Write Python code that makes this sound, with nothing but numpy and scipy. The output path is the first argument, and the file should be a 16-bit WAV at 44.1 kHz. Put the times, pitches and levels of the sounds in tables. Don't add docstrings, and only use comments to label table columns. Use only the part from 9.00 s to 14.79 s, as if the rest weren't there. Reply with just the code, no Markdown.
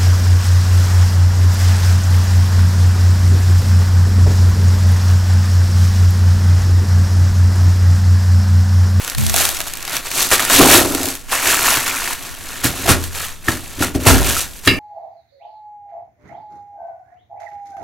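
import sys
import numpy as np
from scipy import signal
from scipy.fft import rfft, irfft, next_fast_len
from scipy.io import wavfile
from scipy.ndimage import uniform_filter1d

SR = 44100
rng = np.random.default_rng(int(sys.argv[2]) if len(sys.argv) > 2 else 0)


def digitize_waveform(pressure):
    field = np.atleast_2d(pressure).T
    bounded = np.clip(field, -1, 1)
    quanta = np.round(bounded * 32767).astype(np.int16)
    wavfile.write(sys.argv[1], SR, quanta)


N = 255339


def amp(db):
    return 10 ** (np.asarray(db) / 20)


def unit(x):
    return x / np.sqrt(np.mean(x ** 2) + 1e-20)


def along(points, hz):
    f, value = np.transpose(points)
    return np.interp(np.log(hz + 1), np.log(f), value)


def add(track, s, sound):
    part = track[:, max(round(s * SR), 0):][:, :sound.shape[-1]]
    part += sound[..., :part.shape[1]]


def coloured(x, spectrum, size=16384):
    gain_db = along(spectrum, np.fft.rfftfreq(size, 1 / SR))
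    cepstrum = irfft(np.log(amp(gain_db)))
    fold = 1 + np.sign(size // 2 - np.arange(size))
    fold[0] = 1
    impulse_response = irfft(np.exp(rfft(cepstrum * fold)))
    return signal.fftconvolve(x, impulse_response[None], axes=1)[:, :x.shape[1]]


def resonant(x, peaks):
    m = next_fast_len(N + SR // 2)
    f = np.fft.rfftfreq(m, 1 / SR)
    body = 0
    for k, (hz, width, db) in enumerate(peaks):
        damping = 1j * f * width
        body = body + (-1) ** k * amp(db) * damping / (hz * hz - f * f + damping)
    return irfft(rfft(x, m) * body, m)[:, :N]


def stereo_noise(length, side_db):
    mid, side = rng.standard_normal((2, length))
    return unit(np.array([mid + amp(side_db) * side, mid - amp(side_db) * side]))


def grains(rate, top_hz, life, size_db, width, clump, count=4):
    chains = int(rate * N / SR / count)

    def per_tick(values):
        return np.repeat(values, count)

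    start = per_tick(rng.uniform(0, N, chains)) + SR * rng.exponential(clump, chains * count)
    cluster_db = size_db * np.minimum(per_tick(rng.exponential(1, chains)), 4)
    strength = amp(cluster_db) * rng.standard_normal(len(start))
    pitch, phase = rng.uniform(0, 1, (2, len(start), 1))
    pan = width * rng.standard_normal((len(start), 1))
    n = np.arange(int(5 * life * SR))
    decay = strength[:, None] * np.exp(-n / (life * SR))
    turn = 2 * np.pi * (top_hz * pitch * n / SR + phase)
    where = (start.astype(int)[:, None] + n).ravel()
    shift = pan * np.sqrt(pitch)
    pair = np.array([np.bincount(where, (decay * np.sin(turn + ear * shift)).ravel(), N)[:N]
                     for ear in (1, -1)])
    power = np.abs(uniform_filter1d(np.mean(pair ** 2, 0), size=1500))
    return unit(pair / np.sqrt(power + 1e-6))


def struck(modes, corner_hz, width):
    hz, db, t60 = np.transpose(modes)[:, :, None]
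    t = np.arange(SR // 2) / SR
    varied_db = db + rng.normal(0, 2.1, hz.shape)
    strength = amp(varied_db) / np.hypot(1, hz / corner_hz)
    sign = (-1) ** np.arange(len(hz))[:, None]
    lead = width * rng.standard_normal(hz.shape)
    envelope = sign * strength * amp(-60 * t / t60) * (1 - np.exp(-t * hz * 2))
    pair = np.array([np.sum(envelope * np.sin(2 * np.pi * hz * t + ear * lead), 0) for ear in (1, -1)])
    return pair / (2 * np.linalg.norm(strength))


def effort(pushes, extra_db=0):
    s, hold, db, rise, fall = np.transpose(pushes)[:5, :, None]
    t = np.arange(0, N, 16) / SR
    below = np.maximum(s - t, 0) / rise + np.maximum(t - s - hold, 0) / fall
    each = amp(db + np.reshape(extra_db, (-1, 1)) - 20 * below)
    return np.interp(np.arange(N) / SR, t, np.linalg.norm(each, axis=0))


# f/Hz, relative density level/dB
RUMBLE_SPECTRUM = [(5, -13.5), (12, -4.5), (25, -9.5), (45, -21.5), (100, -25), (300, -32.5), (2000, -50),
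                   (15000, -58)]


def rumble():
    return amp(-35.5) * unit(coloured(stereo_noise(N, side_db=-1.0), RUMBLE_SPECTRUM))


# f/Hz, t60/s
KITCHEN_DECAY = [(100, 0.45), (1000, 0.29), (5000, 0.16), (15000, 0.11)]


def kitchen(x):
    hz, t, z = signal.stft(stereo_noise(SR // 3, side_db=-18.5), SR, nperseg=256)
    decay = amp(-60 * t / along(KITCHEN_DECAY, hz)[:, None])
    tail = signal.istft(z * decay, SR, nperseg=256)[1]
    return signal.fftconvolve(x, tail / np.linalg.norm(tail[0]), axes=1)[:, :N]


# t/s, f/Hz, level shared by both channels/dB, level opposed between them/dB,
# rise constant/s, t60/s
HUM_EVENTS = [(0.14, 66, -25, -7, .06, 1.16), (0.17, 130.6, -10.5, -14, .023, 0.24),
              (0.2, 92.4, -15, -16, .02, 0.46), (0.17, 213, -19.5, -11, 0.042, 0.54),
              (3.9, 86.6, -20, -17, 0.045, 1.04), (5.09, 56, -8, -3, .05, 0.7)]


def hums():
    out, t = np.zeros((2, N)), np.arange(SR) / SR
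    for s, hz, mid_db, side_db, rise, t60 in HUM_EVENTS:
        turn = 2 * np.pi * hz * t
        opposed = np.outer((1, -1), amp(side_db) * np.cos(turn))
        pair = amp(mid_db) * np.sin(turn) + opposed
        add(out, s, amp(-60 * t / t60) * (1 - np.exp(-t / rise)) * pair)
    return out


# t/s, hold/s, relative level/dB,
# rise by 20 dB/s, fall by 20 dB/s
PIECE_SHOWERS = [(1.318, 0.012, -19.5, 0.011, 0.032), (1.52, .04, -40, .03, .1),
                 (1.602, .012, -6.5, 0.029, 0.15), (1.71, 0.086, -15, .1, 0.18),
                 (1.87, 0.21, -26, .1, 0.059)]


def table_load():
    hold_s, rise_s, fall_s = 0.0089, 0.0076, 0.15
    judder = effort([(s, hold_s, db, rise_s, fall_s) for s, db, *_ in TABLE_BLOWS])
    weight_db = [row[-1] for row in PIN_ROLLS]
    # (clatter dB, rattle dB, shake dB)
    actions = [(effort(FINGER_SQUEEZES), (-10, -14.5, -22)),
               (effort(PALM_SWEEPS), (-11.5, -14, -27.5)),
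               (effort(PIN_ROLLS, weight_db), (-3, -4, -2)),
               (effort(PIECE_SHOWERS), (-1, 0, -9)),
               (judder, (-27.5, -19.5, -18.5))]
    return np.sqrt(sum(np.outer(amp(share_db), gain) ** 2 for gain, share_db in actions))


# f/Hz, relative density level/dB
CLATTER_SPECTRUM = [(200, -25.5), (400, -29), (520, -6), (660, 4.5), (800, 0), (1050, -3), (1400, -5.5),
                    (2200, -21), (3500, -58)]
# f/Hz, width/Hz, relative level/dB
RATTLE_RESONANCES = [(248, 65, -8), (281.8, 36, 0), (345.6, 34, -6), (379, 25, -2), (481, 25, -10),
                     (583, 32, -11.5)]
# f/Hz, relative density level/dB
SHAKE_SPECTRUM = [(25, -15), (52, -4), (68, -6), (88, 4), (110, -6), (135, -8.5), (170, -9), (300, -11),
                  (800, -71)]


def table():
    clatter_gain, rattle_gain, shake_gain = table_load()
    knocks = grains(rate=700, top_hz=1953, life=0.0023, size_db=1.5, width=0.53, clump=.005)
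    clatter = unit(coloured(knocks, CLATTER_SPECTRUM))
    taps = grains(rate=1800, top_hz=1950, life=0.00051, size_db=2.7, width=0.32, clump=0.004954)
    light_taps = coloured(taps, [(130, -12), (240, -5), (420, -3.5), (650, -1.0)])
    rattle = unit(resonant(light_taps, RATTLE_RESONANCES))
    shake = unit(coloured(stereo_noise(N, side_db=-5), SHAKE_SPECTRUM))
    return amp(-4.5) * clatter_gain * clatter + amp(-2.0) * rattle_gain * rattle + amp(0.5) * shake_gain * shake


# t/s, relative level/dB, corner f of the contact (lower is softer)/Hz,
# relative clack level of the pin/dB, relative bright ring level/dB
TABLE_BLOWS = [(2.766, -20.5, 150, -70, -70), (3.645, -6.5, 298, -21, -70), (3.890, -1, 500, -12, -70),
               (3.908, -9, 202, -37, -70), (4.481, -7, 456, 0, -70), (4.778, -20, 700, -45, -70),
               (4.805, -9, 700, -20, -70), (4.822, -23, 500, -26, -70), (4.951, -5.5, 600, -36, -70),
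               (5.065, -2, 600, -11, -70), (5.1, -15, 200, -40, -70), (5.125, -5, 250, -27, -70),
               (5.673, 0.5, 500, 4.5, -3)]
# f/Hz, relative level/dB, t60/s
TABLE_MODES = [(48, -19, 0.36), (84.4, 0.5, 0.079), (126, -6.5, 0.12), (192, -18, 0.2),
               (246.6, -14.5, 0.18), (286, 2.5, 0.071), (333, -9, 0.13), (382, -5.5, 0.077),
               (518, -34, 0.17), (614, -13, 0.078)]
# f/Hz, relative level/dB, t60/s
PIN_MODES = [(1200, -2.5, 0.03), (1317, -4, 0.029), (1650, 2, 0.021), (1814, 8, 0.014), (2960, -16, 0.025),
             (3700, -13, .014)]
# f/Hz, spread either way/Hz, relative level/dB, t60/s
RING_CLUSTERS = [(1780, 80, -6, 0.32), (2264, 210, 0.5, 0.3), (2766, 180, 2, 0.28), (3690, 484, 6, 0.099),
                 (4830, 310, -0.5, 0.21)]


def blows(count=26):
    out = np.zeros((2, N))
    for s, db, corner_hz, clack_db, ring_db in TABLE_BLOWS:
        add(out, s, amp(db + 7.5) * struck(TABLE_MODES, corner_hz, width=0.063))
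        add(out, s + 0.001965, amp(clack_db + 8.5) * struck(PIN_MODES, corner_hz=5000, width=0.15))
        if ring_db > -40:
            modes = [(hz + spread * u, level, t60)
                     for hz, spread, level, t60 in RING_CLUSTERS
                     for u in rng.uniform(-1, 1, count)]
            add(out, s + 0.0014, amp(ring_db + 7.5) * struck(modes, corner_hz=8000, width=0.35))
    return out


# t/s, relative level/dB, f/Hz
PIECE_KNOCKS = [(0.34, -6, 670), (1.313, -7, 1860), (1.393, -1.5, 1710), (1.516, -11, 280),
                (1.593, 5.5, 283), (1.61, 6, 1170), (1.655, 0, 960), (1.621, 0, 356), (1.744, 4.5, 328),
                (1.851, -8, 335), (1.906, -8, 290), (1.948, -5.5, 279), (2, -10, 290), (2.328, -3, 1050),
                (2.518, -11, 1610), (2.91, -7, 2340), (3.074, -5.5, 1705), (4.823, -3, 1400),
                (4.953, -15, 690), (5.062, -4, 740), (5.365, -5.5, 1300)]


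def pieces():
    out = np.zeros((2, N))
    for s, db, hz in PIECE_KNOCKS:
        t60 = 0.026 * (1000 / hz) ** 0.72
        modes = [(hz, 0, t60), (1.2 * hz, -7, t60 / 2), (2.75 * hz, -11, t60 / 2)]
        add(out, s + 0.00087, amp(db + 3) * struck(modes, corner_hz=6000, width=0.12))
    return out


# t/s, level/dB, t60/s
BISCUIT_BREAKS = [(1.314, -8, 0.14), (1.498, -5, 0.047), (2.316, -20, 0.65), (3.641, -19, .11),
                  (3.89, -6, 0.21), (4.484, -11.5, 0.057), (4.824, -16, 0.068), (5.067, -3, 0.26),
                  (5.674, -3, 0.035)]
# f/Hz, relative density level/dB
FRACTURE_SPECTRUM = [(100, -16), (300, -6.5), (600, -2.5), (1200, -0.5), (1800, -3), (3000, -6), (5000, -9),
                     (8000, -7), (12000, -9), (16000, -33)]


def breaks():
    force, t = np.zeros((2, N)), np.arange(SR // 3) / SR
    for s, db, t60 in BISCUIT_BREAKS:
        add(force, s, amp(db - 60 * t / t60) * (1 - np.exp(-t / 0.00047)))
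    fractures = grains(rate=12000, top_hz=16600, life=0.00011, size_db=0, width=0.52, clump=0.0012)
    return force * unit(coloured(fractures, FRACTURE_SPECTRUM))


# t/s, relative level/dB,
# low-mid body level relative to the crack/dB
CRACKS = [(0.046, -11, -27), (0.077, -9, -10), (0.0977, -8, -28), (0.1482, -10.5, -6), (0.182, -7.5, -23),
          (0.2645, -4, -25), (0.2961, -2.5, -17), (0.3404, -1, -9), (0.3616, 2, -28), (0.452, 1, -17),
          (0.4895, -4, -28), (0.5688, -10, -13), (0.603, -6.5, -5.5), (0.613, -10, -24), (0.7358, -10, -25),
          (0.7709, -14.5, -16), (0.826, -13, -17), (0.877, -12, -4), (0.8948, -13, -8), (0.9661, -3.5, -23),
          (1.114, -9, -5.5), (1.2266, -1, -23), (1.304, -7, -13), (1.3796, -7, -10), (1.3946, -3.5, -3.5),
          (1.4494, -3.5, -18), (1.948, -3.5, -13), (2.0306, -6.5, -29), (2.0548, -5.5, -25),
          (2.0852, -6.5, -26), (2.152, -13, -25), (2.4703, -8.5, -0.5), (2.6645, -6, -8), (2.7408, -3, -13),
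          (2.7702, -5, -2.5), (2.9494, -12, -20), (3.1305, -12, -20), (4.039, -11, -17)]


def snaps():
    out, t = np.zeros((2, N)), np.arange(SR // 25) / SR
    creases_per_s, crease_db, crease_spread_db, crease_body_db = 11, -15, 5, -18
    handling_s = FINGER_SQUEEZES[-1][0] + FINGER_SQUEEZES[-1][1]
    creases = [(handling_s * u, crease_db + crease_spread_db * (2 * v - 1), crease_body_db)
               for u, v in rng.uniform(0, 1, (int(creases_per_s * handling_s), 2))]
    for s, db, body_db in CRACKS + creases:
        tick_decay = np.exp(-t / .0018) + .15 * np.exp(-t / .006)
        tick = coloured(stereo_noise(len(t), side_db=-8) * tick_decay, CRACKLE_SPECTRUM)
        pop = coloured(stereo_noise(len(t), side_db=-45) * np.exp(-t / 0.005), CRUNCH_SPECTRUM)
        add(out, s + .0008, amp(db - 20) * unit(tick) + amp(db + body_db - 17.5) * unit(pop))
    return out


# t/s, hold/s, relative level/dB,
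# rise by 20 dB/s, fall by 20 dB/s, crunch against crackle/dB
FINGER_SQUEEZES = [(0.01, .12, -31, 0.048, 0.047, -0.5), (0.184, .15, -27, 0.023, .1, -6.5),
                   (0.379, 0.028, -15.5, 0.057, 0.23, -5.5), (0.586, 0.38, -37, .1, 0.11, 1.5),
                   (0.668, 0.0055, -28.5, 0.02, 0.061, -3), (0.937, 0.027, -25, 0.12, 0.087, 1),
                   (1.067, .005, -27, 0.056, 0.043, -1), (1.185, 0.043, -16.5, .11, 0.14, -8.5),
                   (1.331, 0.0094, -11.5, 0.033, 0.059, -1), (1.396, 0.016, -19.5, .002, 0.19, 0.5),
                   (1.532, 0.095, -10, 0.065, 0.11, -2), (1.734, 0.023, -5, 0.14, 0.095, -4),
                   (1.867, 0.24, -25.5, .1, 0.13, -6.5)]
# t/s, hold/s, relative level/dB, rise by 20 dB/s, fall by 20 dB/s
PALM_SWEEPS = [(2.32, 0.03, -21, 0.034, 0.15), (2.48, 0.05, -15.5, 0.14, 0.17),
               (2.67, 0.036, -15.5, 0.19, 0.27), (2.88, 0.0093, -20, 0.056, 0.054),
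               (2.94, .19, -25.5, 0.088, 0.061)]
# t/s, hold/s, relative level/dB, rise by 20 dB/s, fall by 20 dB/s,
# crunch against crackle/dB, weight on the table/dB
PIN_ROLLS = [(3.24, .02, -32.5, 0.27, 0.29, -1, -10.5), (3.485, 0.14, -33.5, 0.29, 0.12, 0, -7),
             (3.644, .004, -14, .012, 0.084, -3, -15), (3.763, 0.062, -29.5, 0.12, .1, -1.5, -3.5),
             (3.902, 0.018, -14, 0.077, 0.033, -1, 1), (4.037, 0.023, -30.5, 0.25, 0.079, -5, -16.5),
             (4.159, 0.092, -27.5, 0.076, 0.14, -1.5, -17), (4.496, 0.011, -24.5, 0.068, 0.15, -1.5, -22),
             (4.65, .11, -38, .1, .1, -2, -7), (4.827, 0.0055, -19.5, 0.053, 0.081, -0.5, -1),
             (4.951, .003, -27.5, .015, 0.045, -1.5, -6), (5.005, 0.045, -31.5, .02, .05, -3, 2),
             (5.068, 0.028, -13.5, .025, 0.18, -2.5, 4.5), (5.273, 0.033, -19, 0.12, .15, -4, -6),
             (5.391, 0.016, -20, 0.13, 0.075, -8, -25), (5.56, 0.035, -38.5, 0.24, 0.041, -7.5, -13),
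             (5.664, 0.016, -24.5, 0.042, 0.11, -3.5, -18)]
# f/Hz, relative density level/dB
CRACKLE_SPECTRUM = [(300, -15), (1000, -8.5), (2500, -3.5), (3800, -2), (5200, -2), (7500, -0.5),
                    (10000, -3), (12200, -1.5), (14000, -7), (16000, -8.5)]
# f/Hz, relative density level/dB
CRUNCH_SPECTRUM = [(200, -6.5), (500, -4), (800, -1.5), (1100, 1.5), (1400, 1.5), (1750, 2.5), (2200, 0.5),
                   (3000, -0.5), (4500, -6), (8000, -38.5)]
# f/Hz, relative density level/dB
RUBBING_SPECTRUM = [(250, -13.5), (650, -9), (1000, -0.5), (1300, -1.5), (1750, 1), (2300, -2), (2900, -3),
                    (3800, -13.5), (8000, -40)]


def crumbling():
    fine = grains(rate=13000, top_hz=16400, life=0.0001, size_db=1.5, width=0.48, clump=.0015, count=8)
    coarse = grains(rate=4000, top_hz=4800, life=0.00069, size_db=-2.0, width=0.033, clump=.002)
    pressed = grains(rate=3000, top_hz=4180, life=0.0012, size_db=2.0, width=0.028, clump=.004)
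    crackle = unit(coloured(fine, CRACKLE_SPECTRUM))
    crunch = unit(coloured(coarse, CRUNCH_SPECTRUM))
    rubbing = unit(coloured(pressed, RUBBING_SPECTRUM))
    crushing = [row[:6] for row in FINGER_SQUEEZES + PIN_ROLLS]
    crunch_db = [row[-1] for row in crushing]
    palms = effort(PALM_SWEEPS)
    return (amp(1.0) * np.hypot(effort(crushing), palms) * crackle
            + amp(-1.37) * effort(crushing, crunch_db) * crunch
            + amp(-1.3) * palms * rubbing)


def scene():
    near = crumbling() + snaps() + pieces() + breaks() + table() + blows()
    return rumble() + amp(-11.5) * kitchen(near) + hums() + near


def record(dry):
    ceiling, knee, top_hz = .88, 5, 15850
    clipped = dry / (1 + np.abs(dry / ceiling) ** knee) ** (1 / knee)
    m = next_fast_len(N + SR // 2)
    passed = np.fft.rfftfreq(m, 1 / SR) < top_hz
    return irfft(rfft(clipped, m) * passed, m)[:, :N]


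dry = scene()
out = record(dry)
digitize_waveform(out)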